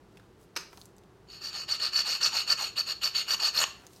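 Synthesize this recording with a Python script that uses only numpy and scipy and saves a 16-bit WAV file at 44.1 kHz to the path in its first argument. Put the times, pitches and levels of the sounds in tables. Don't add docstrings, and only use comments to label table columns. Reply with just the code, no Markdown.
import sys
import numpy as np
from scipy import signal
from scipy.fft import rfft, irfft
from scipy.io import wavfile
from scipy.ndimage import uniform_filter1d, map_coordinates

SR = 44100
rng = np.random.default_rng(int(sys.argv[2]) if len(sys.argv) > 2 else 0)


def waveform_to_disk(signal):
    frames = np.transpose(np.atleast_2d(signal))
    scaled = np.clip(frames, -1, 1) * 32767
    samples = np.round(scaled).astype(np.int16)
    wavfile.write(sys.argv[1], SR, samples)


N = 176400
TIME = np.arange(N) / SR


def amp(db):
    return 10 ** (np.asarray(db) / 20)


def unit(x):
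    return x / np.sqrt(np.mean(x ** 2) + 1e-20)


def along(points, hz):
    f, values = np.transpose(points)
    return np.interp(np.log(hz + 1), np.log(f + 1), values)


def wobble(rate):
    return map_coordinates(rng.standard_normal(N), [np.arange(N) * rate / SR])


def decay(start, t60):
    age = TIME - start
    return (age >= 0) * amp(-60 * abs(age) / t60)


def filtered(x, response):
    h = response(np.fft.rfftfreq(2 * N, 1 / SR))
    return irfft(rfft(x, 2 * N) * h / np.sqrt(np.mean(abs(h) ** 2)))[:N]


def eq(x, points):
    def response(hz):
        cepstrum = irfft(np.log(amp(along(points, hz))))
        return np.exp(rfft(2 * cepstrum[:N], 2 * N) - cepstrum[0])
    return filtered(x, response)


def resonate(x, modes, order=1):
    def response(f):
        return sum(amp(db) * (1j * f * width / (hz * hz - f * f + 1j * f * width)) ** order
                   for hz, width, db in modes)
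    return filtered(x, response)


def shifted(x, by_hz):
    return np.real(signal.hilbert(x) * np.exp(2j * np.pi * np.cumsum(by_hz) / SR))


def soft_contact(x, cutoff_hz=7070):
    return signal.sosfilt(signal.butter(6, cutoff_hz, fs=SR, output="sos"), x)


# f/Hz, level/dB
AIR_EQ = [(20, -19), (35, -18), (55, -1.5), (75, -9.5), (110, -2), (155, -7), (185, -2.5), (240, -11.5),
          (380, -4), (550, -14.5), (900, -16), (1500, -21.5), (2300, -28), (4400, -31.5), (8000, -38),
          (16000, -46)]

def air(level_db=-57.5):
    return amp(level_db) * unit(eq(rng.standard_normal(N), AIR_EQ))


# f/Hz, t60/s
ROOM_DECAY = [(200, 0.21), (1000, 0.39), (3000, 0.39), (6000, 0.36), (9000, 0.31), (14000, 0.28)]

def room(x, tail_db, early_db=-8):
    hz, t, spectrum = signal.stft(rng.standard_normal(SR), SR, nperseg=256)
    damping = amp(-60 * t / along(ROOM_DECAY, hz)[:, None])
    tail = signal.istft(spectrum * damping, SR, nperseg=256)[1][:SR]
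    tail *= np.clip(TIME[:SR] / 0.0056, 0, 1)
    early = rng.standard_normal(SR) * (rng.random(SR) < .03) * decay(.002, t60=0.026)[:SR]
    impulse = amp(tail_db) * tail / np.linalg.norm(tail) + amp(early_db) * early / np.linalg.norm(early)
    return x + signal.fftconvolve(x, impulse)[:N]


# centre t/s, half length/s, level/dB, f/Hz
GLOVE_MOVES = [(0.185, .06, -75, 3480), (0.423, 0.022, -66, 6500), (0.788, 0.052, -62.5, 6800),
               (3.83, 0.051, -59.5, 800), (3.954, 0.041, -60.5, 4700)]

def gloves(crinkle_db=3, width_ratio=1.2):
    crinkle = unit(rng.standard_normal(N) * amp(crinkle_db * wobble(400)))
    out = np.zeros(N)
    for centre, half, db, hz in GLOVE_MOVES:
        swell = amp(db) * np.exp(-((TIME - centre) / half) ** 2 / 2)
        out += swell * resonate(crinkle, [(hz, width_ratio * hz, 0)])
    return out


# t/s, level/dB, f/Hz, t60/s
CRUMB_TICKS = [(0.1718, -47.5, 2780, 0.019), (0.197, -51.5, 1300, 0.021), (0.7297, -43, 1100, 0.027),
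               (0.7741, -42, 4950, 0.0092), (0.777, -50.5, 910, 0.033), (0.815, -40.5, 4720, 0.0072),
               (.856, -45.5, 6600, 0.0084), (0.9657, -56, 7500, .008), (0.9825, -50, 5870, 0.0082),
               (1.0357, -57.5, 3020, 0.015), (3.8505, -60, 5500, .012), (3.867, -39, 5460, 0.0086),
               (3.9625, -46.5, 5130, .012)]

def crumbs(width_ratio=0.43):
    return sum(resonate(rng.standard_normal(N) * amp(db) * decay(start, t60), [(hz, width_ratio * hz, 0)])
               for start, db, hz, t60 in CRUMB_TICKS)


# t/s, level/dB
FRACTURE_JUMPS = [(.556, -17.5), (0.5626, -2), (0.5649, 3.5), (.568, 3), (.573, 4.5)]
# f/Hz, level/dB
CRACK_EQ = [(120, -40), (250, -21), (380, -2), (650, -18), (900, -11), (1200, -2), (1650, -8),
            (2000, -10.5), (2500, -4.5), (3400, -14), (4200, -7), (5200, -5), (6300, -11.5), (7200, -18),
            (9300, -19.5), (10500, -29), (11600, -21), (15500, -33)]
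# f/Hz, level/dB, t60/s
CUTTER_MODES = [(1730, -5, .17), (2410, -11, .17), (4600, -5, .2), (5110, -2, .28), (5470, -4, 0.28),
                (6350, -1, .2)]

def snap(crack_db=-28, ring_db=-45):
    bursts = sum(amp(db) * decay(start, t60=0.0091) for start, db in FRACTURE_JUMPS)
    crack = eq(rng.standard_normal(N) * bursts, CRACK_EQ)
    onset = FRACTURE_JUMPS[1][0]
    ring = np.zeros(N)
    for hz, db, t60 in CUTTER_MODES:
        phase = 2 * np.pi * hz * (TIME - onset) + 1.5 * wobble(125.5)
        ring += amp(db) * decay(onset, t60) * np.sin(phase)
    return amp(crack_db) * crack + amp(ring_db) * ring


# t/s, level/dB
FILE_BENDS = [(1.52, -12), (1.79, -18), (2.04, -2), (2.31, -2), (2.572, 1), (3.385, -2)]

def bending(level_db=-42, length_s=.072, from_hz=1250, to_hz=680):
    rough = wobble(520) + 1j * wobble(520)
    out = np.zeros(N)
    for start, db in FILE_BENDS:
        progress = np.clip((TIME - start) / length_s, 0, 1)
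        hz = from_hz * (to_hz / from_hz) ** progress
        tone = np.real(rough * np.exp(2j * np.pi * np.cumsum(hz) / SR))
        out += amp(level_db + db) * np.sin(np.pi * progress) * tone
    return out


# t/s, level/dB
KNOCK_HITS = [(2.153, -8), (3.345, -3.5), (3.6398, 5)]
# f/Hz, width/Hz, level/dB
KNOCK_BODY = [(1133.9, 130, 1.5), (1820, 300, -6), (2786, 270, 3.5), (5201, 1600, -10.5), (7996, 680, -19)]

def knocks(level_db=-3.5):
    blows = np.zeros(N)
    for start, db in KNOCK_HITS:
        blows[round(start * SR)] = amp(db + level_db)
    return soft_contact(resonate(blows, KNOCK_BODY))


# centre t/s, level change/dB
TOOTH_SNAGS = [(1.53, 11), (1.69, 7.5), (1.801, 6.5), (1.85, 1), (1.976, 2), (2.213, 8), (2.527, 3.5),
               (2.782, -1), (2.88, 0.5), (3.152, 4.5), (3.402, 7), (3.585, 1.5)]

def tooth_force(speed, tooth_hz=4798, grains_per_s=6000, grit_share=0.66, snag_s=0.0019):
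    grains = (rng.random(N) < grains_per_s / SR) * np.sign(rng.standard_normal(N))
    grit = unit(grains * amp(3.5 * rng.standard_normal(N)))
    tooth_rate = tooth_hz * (.15 + speed) * amp(.8 * wobble(150))
    teeth_passed = np.floor(np.cumsum(tooth_rate) / SR + .22 * wobble(3000))
    clicks = np.diff(teeth_passed, prepend=teeth_passed[0]) * amp(3.4 * rng.standard_normal(N))
    teeth = unit(clicks - uniform_filter1d(clicks, size=64))
    catch_and_slip = unit(amp(1.5 * wobble(260)))
    snag_db = sum(db * np.exp(-((TIME - centre) / snag_s) ** 2 / 2) for centre, db in TOOTH_SNAGS)
    return (np.sqrt(grit_share) * grit + np.sqrt(1 - grit_share) * teeth) * catch_and_slip * amp(snag_db)


# squeal/dB, chatter/dB, bite/dB, fizz/dB, blade/dB
FILE_STROKES = [(1.268, 1.334, 1.444, 4440, -21.5, 2, 0, -10, 0, 0),
                (1.405, 1.467, 1.524, 4540, -12, 3, 1, 6.5, 1.5, 0),
                (1.51, 1.573, 1.663, 4455, -10, 3.5, -0.5, -14, -3, 0.5),
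                (1.67, 1.728, 1.783, 4495, -6.5, 4.5, 2, 8.5, -1, -0.5),
                (1.781, 1.853, 1.903, 4430, -3, 3.5, 2, -23, -4.5, -2),
                (1.913, 1.986, 2.033, 4515, -2, 4, -1.5, 7.5, 1, -1),
                (2.035, 2.104, 2.2, 4465, -2.5, 3, -4, -8, 0, 0),
                (2.196, 2.254, 2.303, 4495, -0.5, 4, 5, 12.5, -1, -1),
                (2.306, 2.373, 2.446, 4420, -1, 2.5, -8, -13, -1, 1),
                (2.462, 2.52, 2.547, 4480, 1, 3.5, 2, -2, -1, 0),
                (2.565, 2.615, 2.71, 4390, -2.5, -1, -7, 0, -1, 0.5),
                (2.754, 2.797, 2.822, 4500, -1, 3, -1.5, -3, 1.5, -1.5),
                (2.854, 2.905, 2.94, 4415, -5.5, 4, 1.5, -19, 3, 3),
                (3.009, 3.055, 3.095, 4505, -2, 3, 2, 5, 6, 3),
                (3.133, 3.181, 3.238, 4470, -1.5, 3, -5, -19, -1.5, 1),
                (3.263, 3.326, 3.36, 4510, -0.5, 0.5, 2.5, 5, 3, 1),
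                (3.383, 3.462, 3.506, 4480, -1.5, 5.5, 5.5, -6, 1.5, 1.5),
                (3.53, 3.58, 3.646, 4420, 1.5, 3, 2, -8, 4, -2.5),
                (3.591, 3.625, 3.642, 4420, -1.5, -15, 9.5, -3, 1, 8)]
# f/Hz, level/dB
RASP_EQ = [(150, -43), (350, -17.5), (620, -5), (900, -11), (1300, 6), (1800, -0.5), (2200, -2), (2800, 1),
           (3400, 1.5), (4100, -2), (5000, -8.5), (6200, -18.5), (7500, -24.5), (8400, -7), (9500, -15.5),
           (10500, -26.5), (11600, -45), (13500, -23), (16000, -34)]
# f/Hz, width/Hz, level/dB
SQUEAL_MODES = [(4440, 118, 32), (4530, 150, -22), (4480, 150, -17)]
CHATTER_MODES = [(690, 480, -11), (1200, 60, -4), (1324, 300, 2), (1775, 104, 3)]
BITE_MODES = [(5250, 850, -3.5), (5715, 420, -1.1)]
FIZZ_MODES = [(12150, 830, -3.5), (12390, 400, 0)]
BLADE_PARTIALS = [2750, 2890, 2973, 5425, 6550, 6925]
# width/Hz, level/dB
BLADE_PEAKS = [(255, -4.5), (170, -6.5), (20, -5), (60, -8.5), (26, 0.5), (91, 0.5)]

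def filing(squeal_centre_hz=4470):
    speeds = [np.sin(np.pi / 2 * np.interp(TIME, row[:3], [0, 1, 0])) for row in FILE_STROKES]
    _, fastest, _, squeal_hz, stroke_db, *trims = np.array(FILE_STROKES).T
    squeal_db, chatter_db, bite_db, fizz_db, blade_db = trims
    force = tooth_force(sum(speeds))

    def drive(db, power):
        return force * sum(gain * speed ** power for gain, speed in zip(amp(stroke_db + db), speeds))

    rasp = eq(drive(-37.5, power=1.24), RASP_EQ)
    squeal = resonate(drive(squeal_db - 30, power=1.44), SQUEAL_MODES)
    squeal = shifted(squeal, np.interp(TIME, fastest, squeal_hz) - squeal_centre_hz)
    chatter = resonate(drive(chatter_db - 44, power=0.86), CHATTER_MODES)
    bite = resonate(drive(bite_db - 45, power=1.75), BITE_MODES)
    blade_modes = [(hz, *peak) for hz, peak in zip(BLADE_PARTIALS, BLADE_PEAKS)]
    blade = resonate(drive(blade_db - 38.5, power=0.62), blade_modes)
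    fizz = resonate(drive(fizz_db - 50.5, power=1.24), FIZZ_MODES, order=2)
    return rasp + soft_contact(squeal + chatter + bite + blade) + fizz


def scene():
    bed = air()
    file_work = room(filing() + bending() + knocks(), tail_db=-10)
    cut = room(snap(), tail_db=-6.5)
    handling = room(crumbs() + gloves(), tail_db=-12.5)
    return (bed + handling + cut + file_work)[None]


def record(dry):
    passband = np.fft.rfftfreq(2 * N, 1 / SR) < 16000
    return irfft(rfft(dry, 2 * N) * passband)[:, :N]


dry = scene()
out = record(dry)
waveform_to_disk(out)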